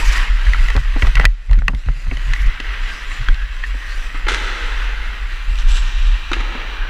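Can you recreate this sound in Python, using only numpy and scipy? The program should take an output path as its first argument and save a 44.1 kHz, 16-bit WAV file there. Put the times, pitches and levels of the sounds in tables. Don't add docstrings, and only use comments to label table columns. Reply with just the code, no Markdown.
import sys
import numpy as np
from scipy import signal
from scipy.fft import rfft
from scipy.io import wavfile
from scipy.ndimage import uniform_filter1d

SR = 44100
rng = np.random.default_rng(int(sys.argv[2]) if len(sys.argv) > 2 else 0)


def digitize_waveform(pressure):
    field = np.atleast_2d(pressure).T
    bounded = np.clip(field, -1, 1)
    quanta = np.round(bounded * 32767).astype(np.int16)
    wavfile.write(sys.argv[1], SR, quanta)


N = 304147
TIME = np.arange(N) / SR

# (time [s], scrape level [dB], treble level [dB])
BEFORE_LEVELS = [(0, -26, -30.5), (.07, -26, -42), (.19, -22, -36), (.31, -30.5, -46.5), (.63, -28, -40.5),
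                 (.82, -33.5, -53), (1.05, -31, -43), (1.2, -36, -47)]
# (time [s], scrape level [dB], treble level [dB])
AFTER_LEVELS = [(1.29, -55, -60.5), (1.7, -49.5, -55), (2.18, -37, -46.5), (2.32, -32.5, -46),
                (2.56, -32, -53), (2.76, -28.5, -50), (3.04, -31.5, -46), (3.25, -30.5, -48.5),
                (3.35, -36.5, -52.5), (3.99, -34.5, -44), (4.29, -34, -50), (4.47, -28, -45.5),
                (5.02, -32, -51.5), (5.46, -37, -48.5), (5.83, -32.5, -47), (6.26, -33, -53),
                (6.57, -31.5, -58), (6.9, -33, -61)]
CRASH_S, CUT_S = 1.245, 0.042
SCRAPE_DB, SPRAY_DB, WASH_DB = -0.5, 3, -10
GLIDE_ENDS_S, HANDOVER_S = 5.33, 0.08

# (frequency [Hz], level [dB])
SCRAPE_SPECTRUM = [(300, -16.5), (700, -14.5), (1000, -4.5), (1300, -0.5), (2000, 2.5), (2400, -8),
                   (3100, -4.5), (4000, -17), (5000, -19.5), (8000, -44), (16000, -40)]
# (frequency [Hz], level [dB])
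SPRAY_SPECTRUM = [(1500, 4), (3000, 0.5), (4200, 1), (5500, -4), (6600, -6), (7700, -2), (8600, -12),
                  (10500, -12.5), (12500, -17.5), (15000, -18), (16000, -45)]
# (frequency [Hz], width [Hz], level [dB])
BLADE_RESONANCES = [(1580, 19, 0), (1910, 38, -3), (2566, 460, 2.5), (3990, 450, 0.5), (4830, 87, 0),
                    (5890, 660, 0), (6440, 110, -24), (7330, 280, -16), (9760, 770, -1)]
# (frequency [Hz], level [dB])
OTHERS_SPECTRUM = [(300, -15), (650, -14.5), (900, -1), (1400, 2), (2150, -2.5), (3000, 1), (3500, -4),
                   (4100, -7.5), (5000, -17.5), (8000, -40), (16000, -42)]
# (frequency [Hz], width [Hz], level [dB])
OTHERS_RESONANCES = [(1174, 20, -5), (1660, 120, -4), (1854, 75, 6.5), (2370, 94, 7), (2710, 180, 2),
                     (3880, 190, -3), (5820, 120, 13)]
SCRATCH_RATE, SCRATCH_DB = 40, -13.5
SPRAY_MIRROR = 0.42
SQUEAK_HZ, SQUEAK_OCTAVES = 1905, 0.555
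SQUEAK_S, SQUEAK_DB = 0.028, -14.5

# (start [s], length [s], level [dB], centre [Hz], slide [octaves], width [share of the pitch])
BLADE_CARVES = [(0, 0.078, -28.5, 960, 0.14, 0.14), (0.101, 0.23, -31.5, 978, -0.13, .22),
                (0, 0.17, -27, 2310, -0.15, 0.12), (0.122, 0.093, -21, 1890, 0.082, .06),
                (.23, 0.079, -31, 2140, .05, .05), (0.044, 0.086, -34, 6030, -.45, .14),
                (0.549, .11, -31.5, 1954, -0.023, 0.037), (0.672, 0.26, -37, 1930, -0.11, 0.067),
                (2.183, .14, -53, 6740, -0.017, .08), (2.296, 0.31, -31.5, 2010, -0.096, .17),
                (2.35, .12, -55, 11300, .05, .08), (2.777, 0.16, -53, 7200, .06, 0.071),
                (2.877, 0.18, -43, 5360, 0.13, 0.18), (3.047, .17, -47, 7170, 0.016, .06),
                (3.07, .09, -53, 8650, .03, .07), (3.325, 0.17, -33, 1640, 0.091, .13),
                (3.628, .032, -21.5, 1856, -0.028, 0.05), (3.742, 0.25, -32, 1903, .05, 0.13),
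                (3.8, 0.26, -36.5, 1597, -.04, .12), (3.861, .12, -40.5, 4360, 0.19, .14),
                (3.87, .17, -52, 7000, 0.00086, 0.092), (3.903, .14, -56, 9700, 0.15, 0.11),
                (4.599, .8, -41, 1503, 0, 0.057), (5.672, 0.17, -37, 7620, -0.012, 0.075),
                (6.745, 0.18, -29, 1587, 0.021, 0.15)]
# (start [s], length [s], level [dB], fine powder level [dB])
EDGE_SKIDS = [(.0, 0.14, -46, 10), (0.088, 0.12, -32.5, -6), (0.167, 0.065, -49, 5.5),
              (0.577, 0.3, -50, 3.5), (0.978, 0.093, -53.5, 12.5), (2.298, 0.22, -52.5, 2.5),
              (2.764, 0.21, -43.5, -19), (3.078, 0.22, -42.5, -21), (3.58, 0.16, -46.5, -13),
              (3.86, 0.11, -55, -8), (5.564, .11, -47, -21), (5.667, 0.074, -30, -17),
              (5.732, 0.071, -27, -25), (6.044, 0.058, -37.5, -25)]
# (frequency [Hz], level [dB])
SNOW_SPECTRUM = [(800, -4), (1600, 10), (2200, -4), (2900, 8.5), (3900, 6.5), (4700, -1.5), (5800, -0.5),
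                 (7600, -7), (8600, -13), (11000, -17.5), (15000, -60)]
# (frequency [Hz], level [dB])
POWDER_SPECTRUM = [(2000, -31), (4500, 6), (6300, 1.5), (7800, -0.5), (8800, -12), (10300, -6),
                   (12000, -14), (15000, -13), (16000, -30)]

# (time [s], level [dB], main ring [Hz], second ring [Hz],
# second ring level [dB], crack level [dB], low knock level [dB])
CLACK_HITS = [(0.467, -14.5, 1670, 2170, -12, -30, -30), (.534, -6.5, 1880, 1400, -7, -22.5, -28),
              (0.546, -10, 1340, 2100, -12, -36, -36), (0.685, -11.5, 2000, 2730, -10, -25, -19),
              (0.702, -9.5, 1840, 2660, -14, -20.5, -17), (.764, -16, 1550, 2450, -1, -9.5, -3.5),
              (0.961, -29.5, 870, 1500, -7, -32, 5), (1.022, -3, 2190, 2770, -5, -29, -34),
              (1.069, -15, 1930, 1290, 1, -11.5, -9), (1.154, -8, 2710, 2150, -14, -13.5, -25),
              (1.169, -8, 1470, 2140, 1, -42, -35), (1.179, -12, 2090, 1360, -2, -33, -13),
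              (1.197, -5.5, 1730, 2660, -9, -31, -14), (1.211, -13, 1860, 2600, -13, -28, -13),
              (1.22, -19, 1910, 2670, -5, -35, -30), (1.2528, 4.5, 2443, 1810, 0.5, -17, -28),
              (1.495, -26, 2090, 2530, -12, -30, -13), (1.511, -22.5, 1020, 2800, -5, -17, -8),
              (1.531, -18, 1830, 2590, -16, -16, -14), (1.589, -27, 1460, 2160, 1.5, -14, -20),
              (1.681, -0.5, 1880, 2650, -8.5, -26, -19), (1.748, -29, 2100, 2870, -6, -7, -27),
              (1.836, -38, 2020, 2820, 5, -28, -30), (1.861, -36, 1960, 2980, -3, -15, -24),
              (2.112, -15, 2220, 2620, -9, -44, -28), (2.17, -20, 2040, 3020, -1.5, -15, -18),
              (2.302, -25, 1880, 2900, -10, -20, -30), (2.335, -8, 1780, 2550, -9, -17, -49),
              (2.3615, -20, 1990, 2600, -9, -24, -35), (2.6, -15, 2700, 1660, -3, -28, -37),
              (3.116, -17, 2070, 2640, -2, -30, -35), (3.2857, -4.5, 1570, 3280, -8, -27, -23.5),
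              (3.344, -26.5, 2650, 3600, -5, -11, -29), (3.638, -11, 1800, 1400, -12, -48, -44),
              (5.556, -23.5, 2780, 1800, -12, -14, -28), (5.577, -27, 2920, 5700, -8, -13, -33),
              (5.618, -31, 2800, 5800, -4, -16, -27), (6.316, -11.5, 1450, 3750, -12, -21, -26),
              (6.3312, -8.5, 3750, 2460, -2, -32, -41), (6.339, -15, 1650, 2650, 2, -30, -33)]
# (frequency [Hz], level [dB], time to fall 60 dB [s])
CLACK_RESONANCES = [(1146, -3, 0.032), (1463, 8, 0.011), (1714, -4.5, 0.016), (1680, -11, 0.0046),
                    (1960, 5, 0.043), (2587, 2.5, 0.019), (2736, -11.5, 0.039), (3110, 2.5, 0.017),
                    (4300, -12, 0.027), (4600, -36, 0.006)]
# (frequency [Hz], level [dB])
CRACK_SPECTRUM = [(1000, -7), (3000, 12), (4200, 13.5), (5100, 3.5), (6400, 6), (7800, -4.5), (8700, -7.5),
                  (11500, -10), (16000, -30)]
RING_T60_S, RING_HALVING_DB = 0.017, 42

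# (time [s], level [dB], pitch [Hz])
PLASTIC_RAPS = [(0.778, -8.5, 1250), (1.1988, 2.5, 1390), (1.2345, -11, 1500), (1.2438, -3, 1450),
                (1.6208, -13.5, 1440), (1.887, -11.5, 1350)]
RAP_T60_S = 0.0041
RAP_LOW_RATIO, RAP_LOW_DB = 0.63, -10.5

# (time [s], level [dB], pitch [Hz], slap of cloth level [dB])
PADDED_THUDS = [(0.751, -11.5, 195, -1.5), (0.764, -17, 290, -16), (.961, -10, 280, -6),
                (1.022, -8, 150, -6), (1.046, -20.5, 190, 3), (1.195, -7, 167, -17), (1.241, -13, 149, -25),
                (1.575, -12, 185, -23), (1.616, -29, 252, -2), (1.684, -7.5, 178, -16),
                (1.704, -31, 252, -18), (1.733, -11, 200, -15), (1.861, -19, 177, -28),
                (1.886, -18.5, 225, -9.5), (2.067, -20, 160, -12), (2.114, -16.5, 367, -11),
                (2.117, -17, 260, -13), (2.221, -34, 253, -12), (2.467, -25.5, 237, -15),
                (3.286, -20.5, 274, -9), (3.742, -22.5, 255, -6)]
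# (start [s], length [s], level [dB])
GEAR_SCUFFS = [(1.154, 0.035, -30), (1.195, 0.054, -27), (1.284, 0.014, -49), (1.336, 0.018, -70),
               (1.5, 0.12, -42), (1.844, 0.073, -40.5)]

# (time [s], level [dB], boom level [dB], boom pitch [Hz],
# treble level [dB], time for the crunch to fall 60 dB [s])
RINK_SHOTS = [(2.6, -30.5, 4.5, 262, 8, 0.034), (4.145, -26.5, -5, 296, -18, 0.13),
              (4.266, -18, -6, 333, -18, 0.097), (4.282, -21.5, -4, 380, 0.5, 0.27),
              (4.295, -38, 2, 272, 1, 0.068), (4.306, -36, 6, 238, -8, 0.066),
              (4.317, -27.5, 2.5, 400, 5, 0.075), (4.339, -24, -5, 356, -3, 0.15),
              (4.412, -42, 11, 275, -9, 0.055), (5.585, -36, -17, 304, 7, 0.14),
              (6.314, -28, 9, 333, -2, 0.075), (6.331, -20, -6, 343, -6.5, 0.1),
              (6.363, -31.5, 3.5, 340, -12, 0.043), (6.403, -21, -8, 255, -10, 0.058),
              (6.55, -36.5, 12.5, 240, -5, 0.06)]
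# (frequency [Hz], width [Hz], level [dB])
STICK_RESONANCES = [(858, 35, 21.5), (1300, 190, 10), (2310, 720, 11), (4000, 170, 11)]
# (frequency [Hz], level [dB])
BOOM_SPECTRUM = [(80, -6), (160, -12.5), (250, 2.5), (340, -1), (480, 0.5), (680, -5.5), (950, -3.5),
                 (2000, -8), (5000, -61)]
BOARD_T60_S, BOARD_DB, RUMBLE_DB = 0.054, 1, -1

# (time [s], level [dB])
AIRFLOW_LEVELS = [(0, -13), (.72, -9), (.9, -14), (1.28, -8.5), (1.38, -35.5), (1.6, -22), (2.45, -14.5),
                  (2.56, -20), (3.8, -23), (5.35, -18.5), (5.65, -12.5), (6.25, -20.5), (6.9, -20.5)]
# (start [s], length [s], change [dB])
AIR_LULLS = [(0.21, 0.094, -15), (1.946, 0.089, -6), (2.524, 0.12, -11), (2.937, 0.1, -10),
             (3.115, 0.11, -11), (3.456, 0.051, -18), (6.223, 0.11, -3)]
# (start [s], length [s], sway level [dB], shell drone level [dB])
HEAD_LURCHES = [(0.021, 0.12, -6.5, -45), (0.163, 0.082, -7, -57), (0.295, 0.049, -9.5, -49),
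                (0.457, 0.057, -3, -39), (0.536, 0.2, -10.5, -30), (0.762, 0.061, -10, -25),
                (1.039, 0.078, -3, -32), (1.145, 0.08, -5, -28.5), (1.48, 0.13, -4, -35),
                (1.59, 0.21, -21.5, -31), (1.868, 0.048, -12, -24.5), (1.9, 0.11, -23, -38),
                (2.029, 0.18, -12.5, -30.5), (2.264, 0.084, -9, -29.5), (2.392, 0.046, -8.5, -33),
                (2.444, 0.058, -6, -30), (2.767, 0.13, -16, -73), (3.186, 0.051, -14.5, -28),
                (3.275, 0.08, -4, -36.5), (3.372, 0.11, -15.5, -48), (3.635, 0.18, -15.5, -70),
                (4.236, 0.036, -11.5, -55), (4.733, 0.19, -15.5, -69), (5.471, 0.071, -8, -45),
                (5.674, 0.11, -7, -43), (5.82, 0.094, -18, -42), (5.975, 0.22, -7, -67),
                (6.323, 0.12, -14, -43), (6.796, 0.14, -17.5, -45)]
# (frequency [Hz], level [dB])
WIND_SPECTRUM = [(3, -44), (12, -2.5), (22, 9), (35, -6), (50, -9), (70, -31.5), (100, -29), (200, -54),
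                 (600, -80)]
SWAY_HZ, DRONE_HZ = 35.74, 120.7
FLUTTER_DEPTH, FLUTTER_RATE = 0.37, 23.5
# (time [s], level [dB])
HELMET_JOLTS = [(.758, 1), (1.024, 4), (1.17, -9), (1.246, -2.5), (1.493, -3), (1.584, -5.5), (1.685, -20),
                (1.735, -8), (1.863, -4), (2.079, -8), (5.505, -11)]
JOLT_HZ = 122.8
MOUNT_TRAVEL = 0.81

# (frequency [Hz], time to fall 60 dB [s])
RINK_DECAY = [(200, 2), (1000, 4), (2500, 4.45), (6000, 2.35), (14000, 0.31)]
# (frequency [Hz], level [dB])
HALL_SPECTRUM = [(60, 16.5), (120, 2), (200, 4), (300, 0.5), (450, -6.5), (700, -6.5), (1200, 0),
                 (3000, -16), (8000, -19), (16000, -34)]
WASH_TOP_DB = -43
# (time [s], level [dB])
WHINE_LEVELS = [(0, -72), (1.2, -72), (1.35, -88), (1.9, -82), (2.6, -69), (6.9, -65)]
WHINE_HZ, TOP_HZ = 15080, 15500


def skates():
    scrape_db, spray_db = skating_levels()
    chatter_db = 0.64 * walk(19) + 0.42 * walk(130)

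    fracture = chips(rate=1500, spread_db=1.5) + 1.57 * noise()
    glide = colour(fracture, SCRAPE_SPECTRUM, BLADE_RESONANCES)
    glide = glance(glide, share=0.19, detour_s=0.00158)
    own = unit(glide + undb(SQUEAK_DB) * squeaks())
    far_fracture = chips(rate=900, spread_db=2.0) + 2.6 * noise()
    others = colour(far_fracture, OTHERS_SPECTRUM, OTHERS_RESONANCES)
    away = np.clip((TIME - GLIDE_ENDS_S) / HANDOVER_S, 0, 1)
    scrape = np.sqrt(1 - away) * own + np.sqrt(away) * others

    fine_chips = chips(rate=2500, spread_db=1.5) + noise()
    spray = colour(fine_chips, SPRAY_SPECTRUM, BLADE_RESONANCES)
    spray = glance(spray, share=SPRAY_MIRROR, detour_s=0.000437)

    snag_starts = 1.0 * (rng.random(N) < SCRATCH_RATE / SR)
    snags = signal.fftconvolve(snag_starts, fade(TIME[:SR // 20], 0.016))[:N]
    scratch = undb(SCRATCH_DB) * colour(snags * noise(), SCRAPE_SPECTRUM, BLADE_RESONANCES)

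    scrape_gain = undb(scrape_db + chatter_db + SCRAPE_DB)
    spray_gain = undb(spray_db + chatter_db + 1.25 * walk(24) + SPRAY_DB)
    return (scrape + scratch) * scrape_gain + spray * spray_gain


def skating_levels():
    crashed = np.clip((TIME - CRASH_S) / CUT_S, 0, 1)
    pairs = zip(curves(BEFORE_LEVELS), curves(AFTER_LEVELS))
    return [before + crashed * (after - before) for before, after in pairs]


def squeaks():
    out = np.zeros(N)
    for when, place, size, slide in rng.random((300, 4)):
        stroke = swell(SQUEAK_S * (0.5 + size)) ** 2
        start_octave = SQUEAK_OCTAVES * (place - 0.5)
        slide_octaves = 0.16 * (slide - 0.5) * np.linspace(0, 1, len(stroke))
        hz = SQUEAK_HZ * 2 ** (start_octave + slide_octaves)
        add(out, when * N / SR, size ** 2 * stroke * np.sin(2 * np.pi * np.cumsum(hz) / SR))
    return unit(out)


def glance(x, share, detour_s):
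    lag_s = detour_s * np.exp(0.17 * walk(4.05))
    return unit(x + share * np.interp(TIME - lag_s, TIME, x))


def edges():
    song, skids, fine = np.zeros((3, N))
    snow = colour(chips(rate=2500, spread_db=5.5) + 1.55 * noise(), SNOW_SPECTRUM)
    powder = colour(chips(rate=6400, spread_db=1.0) + noise(), POWDER_SPECTRUM)
    powder = powder * undb(4.1 * walk(70))
    for s, length, db, powder_db in EDGE_SKIDS:
        stroke = swell(length)
        add(skids, s, undb(db) * stroke * piece(snow, s, stroke))
        add(fine, s, undb(db + powder_db) * stroke * piece(powder, s, stroke))
    for s, length, db, hz, slide, width in BLADE_CARVES:
        stroke = swell(length)
        pitch = hz * 2 ** (slide * np.linspace(-0.5, 0.5, len(stroke)))
        add(song, s, undb(db - 4.0) * stroke * sing(pitch, width * hz))
    return song + skids + fine + rink(undb(-4.0) * skids)


def sing(hz, width):
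    smooth = signal.butter(2, np.clip(width / 2, 5, SR / 4), fs=SR, output="sos")
    slow_noise = unit(signal.sosfilt(smooth, rng.standard_normal((2, 2 * SR))))
    real, imag = slow_noise[:, -len(hz):]
    phase = 2 * np.pi * np.cumsum(hz) / SR
    return real * np.cos(phase) + imag * np.sin(phase)


def clacks():
    out, t = np.zeros(N), TIME[:SR // 8]
    hz, mode_db, t60 = np.transpose(CLACK_RESONANCES)[:, :, None]
    cracks = colour(noise(), CRACK_SPECTRUM)
    knocks = band(band(noise(), 660, 820), 760, 1050)
    rattles = colour(noise(), SCRAPE_SPECTRUM)
    for s, db, main_hz, second_hz, second_db, crack_db, knock_db in CLACK_HITS:
        weight = undb(mode_db - 8 * np.log2(hz / main_hz) ** 2) * rng.normal(0.7, 0.45, hz.shape)
        modes = np.sum(weight * np.sin(2 * np.pi * hz * t) * fade(t, t60), axis=0)
        body = undb(-4) * modes / np.sqrt(np.sum(weight ** 2))
        pair = np.sin(2 * np.pi * main_hz * t) + undb(second_db) * np.sin(2 * np.pi * second_hz * t)
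        ring = undb(-2.5) * pair * fade(t, RING_T60_S * 2 ** (-db / RING_HALVING_DB))
        crack = undb(crack_db + 8.5) * piece(cracks, s, t) * fade(t, 0.012)
        knock = undb(knock_db - 5) * piece(knocks, s, t) * fade(t, 0.072)
        rattle = undb(-21) * piece(rattles, s, t) * fade(t, 0.028)
        attack = 1 - np.exp(-t / 0.00065)
        add(out, s, undb(db + 1.5) * (body + ring + crack + knock + rattle) * attack)
    return out


def raps():
    out, t = np.zeros(N), TIME[:SR // 20]
    attack = 1 - np.exp(-t / 0.0004)
    for s, db, hz in PLASTIC_RAPS:
        high = np.sin(2 * np.pi * hz * t) * fade(t, RAP_T60_S)
        low = np.sin(2 * np.pi * hz * RAP_LOW_RATIO * t) * fade(t, RAP_T60_S / RAP_LOW_RATIO)
        add(out, s, undb(db + 5.5) * (high + undb(RAP_LOW_DB) * low) * attack)
    return out


def thuds():
    out, t = np.zeros(N), TIME[:SR // 4]
    cloth = colour(noise(), BOOM_SPECTRUM)
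    shell = undb(-13.5) * np.sin(2 * np.pi * 258 * t) * fade(t, 0.14)
    soft_attack = 1 - np.exp(-t / 0.0037)
    slap_attack = 1 - np.exp(-t / 0.00098)
    for s, db, hz, cloth_db in PADDED_THUDS:
        note = np.sin(2 * np.pi * hz * t) * fade(t, 0.055)
        slap = undb(cloth_db) * piece(cloth, s, t) * fade(t, 0.071)
        add(out, s, undb(db - 5.5) * ((note + shell) * soft_attack + slap * slap_attack))
    return out


def scuffs():
    out = np.zeros(N)
    grit = colour(chips(rate=700, spread_db=3.5) + 0.4 * noise(), SCRAPE_SPECTRUM, BLADE_RESONANCES)
    for s, length, db in GEAR_SCUFFS:
        stroke = swell(length)
        add(out, s, undb(db) * stroke * piece(grit, s, stroke))
    return out


def shots():
    crunches, rattles, notes = np.zeros((3, N))
    t = TIME[:SR // 4]
    crunch = chips(rate=1500, spread_db=1.3) + 0.72 * noise()
    slap = colour(crunch, SCRAPE_SPECTRUM, STICK_RESONANCES)
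    crack = colour(crunch, SNOW_SPECTRUM)
    boom = colour(noise(), BOOM_SPECTRUM)
    attack = 1 - np.exp(-t / 0.0016)
    for s, db, boom_db, hz, treble_db, t60 in RINK_SHOTS:
        blow = piece(slap, s, t) + undb(treble_db) * piece(crack, s, t)
        add(crunches, s, undb(db - 1.0) * blow * fade(t, t60) * attack)
        panel = undb(db + boom_db) * fade(t, BOARD_T60_S) * attack
        add(notes, s, undb(BOARD_DB) * panel * np.sin(2 * np.pi * hz * t))
        add(rattles, s, undb(RUMBLE_DB) * panel * piece(boom, s, t))
    echo = rink(undb(-5.5) * crunches + undb(0.5) * rattles)
    return crunches + notes + rattles + echo


def mount():
    push, rub, lull_db = np.zeros((3, N))
    for s, length, sway_db, drone_db in HEAD_LURCHES:
        add(push, s, undb(sway_db) * swell(length))
        add(rub, s, undb(drone_db + 0.5) * swell(length) ** 0.81)
    for s, length, db in AIR_LULLS:
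        add(lull_db, s, db * swell(length) ** 2)
    flutter = 1 + FLUTTER_DEPTH * np.tanh(3.8 * walk(FLUTTER_RATE))
    air = undb(curves(AIRFLOW_LEVELS)[0] + lull_db) * flutter
    sway = waver(SWAY_HZ, spread=0.2284, rate=30.33) * np.maximum(air, push)
    gusts = colour(noise(), WIND_SPECTRUM) * np.maximum(air, undb(-3) * push)
    drone_tone = waver(DRONE_HZ, spread=0.0408, rate=21.5) * undb(2.5 * walk(30))
    drone_noise = band(band(noise(), 100, 30), DRONE_HZ, 32)
    drone = drone_tone + undb(-1.5) * drone_noise
    drone_level = undb(-5.0) * rub + undb(-60.5)
    return undb(-2.0) * sway + undb(-6.5) * gusts + drone_level * drone


def jolts():
    out, t = np.zeros(N), TIME[:SR // 3]
    hz = SWAY_HZ + (JOLT_HZ - SWAY_HZ) * np.exp(-t / 0.01344)
    attack = 1 - np.exp(-t / 0.023)
    shake = np.sin(2 * np.pi * np.cumsum(hz) / SR) * fade(t, 0.32) * attack
    for s, db in HELMET_JOLTS:
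        add(out, s, undb(db) * shake)
    return out


def stiffen(x):
    return x / (1 + (x / MOUNT_TRAVEL) ** 6) ** (1 / 6)


def wash():
    scrape_db, _ = skating_levels()
    level_db = np.minimum(scrape_db + WASH_DB, WASH_TOP_DB) + 2.0 * walk(13)
    return colour(noise(), HALL_SPECTRUM) * undb(level_db)


def whine():
    return undb(curves(WHINE_LEVELS)[0]) * np.sin(2 * np.pi * WHINE_HZ * TIME)


def rink(x):
    t, tail = TIME[:2 * SR], 0
    limits = np.geomspace(100, 16000, 9)
    for lo, hi in zip(limits, limits[1:]):
        bandpass = signal.butter(2, (lo, hi), "band", fs=SR, output="sos")
        grain = signal.sosfilt(bandpass, rng.standard_normal(len(t)))
        tail = tail + grain * fade(t, at_hz(RINK_DECAY, np.sqrt(lo * hi)))
    tail = tail * (1 - np.exp(-t / 0.016))
    return signal.fftconvolve(x, tail / np.sqrt(np.sum(tail ** 2)))[:N]


def chips(rate, spread_db):
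    size = undb(spread_db * np.minimum(rng.exponential(size=N), 5))
    return unit((rng.random(N) < rate / SR) * size * noise())


def colour(x, points, modes=()):
    f = np.arange(N // 2 + 1) * SR / N
    peaks = 1 + sum(undb(db) / (1 + (2 * (f - hz) / width) ** 2) for hz, width, db in modes)
    return unit(np.fft.irfft(rfft(x) * undb(at_hz(points, f)) * peaks, N))


def band(x, hz, width):
    return unit(signal.lfilter(*signal.iirpeak(hz, hz / width, fs=SR), x))


def waver(hz, spread, rate):
    wandering_hz = hz * np.exp(spread * np.tanh(walk(rate)))
    return np.sqrt(2) * np.sin(2 * np.pi * np.cumsum(wandering_hz) / SR)


def walk(rate):
    k = max(int(SR / rate), 2)
    return unit(uniform_filter1d(uniform_filter1d(noise(), k), k))


def noise():
    return rng.standard_normal(N)


def swell(length):
    return np.sqrt(np.hanning(max(int(length * SR), 8)))


def fade(t, t60):
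    return np.exp(-np.log(1000) * t / t60)


def add(out, s, x):
    i = max(int(s * SR), 0)
    out[i:i + len(x)] += x[:N - i]


def piece(x, s, t):
    return np.take(x, int(s * SR) + np.arange(len(t)), mode="wrap")


def curves(table):
    s, *columns = np.transpose(table)
    return [np.interp(TIME, s, c) for c in columns]


def at_hz(points, hz):
    f, value = np.transpose(points)
    return np.interp(np.log(np.maximum(hz, 1)), np.log(f), value)


def undb(db):
    return 10 ** (np.asarray(db) / 20)


def unit(x):
    return x / np.sqrt(np.mean(x ** 2))


def scene():
    contacts = clacks() + raps() + thuds() + scuffs()
    skating = skates() + edges()
    echo = undb(-34) * rink(contacts)
    shaking = stiffen(mount() + jolts())
    mix = skating + contacts + echo + shots() + shaking + wash() + whine()
    return mix[None]


def record(dry):
    low_pass = signal.ellip(8, 0.2, 70, TOP_HZ, fs=SR, output="sos")
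    return signal.sosfilt(low_pass, np.clip(dry, -1, 1))


dry = scene()
out = record(dry)
digitize_waveform(out)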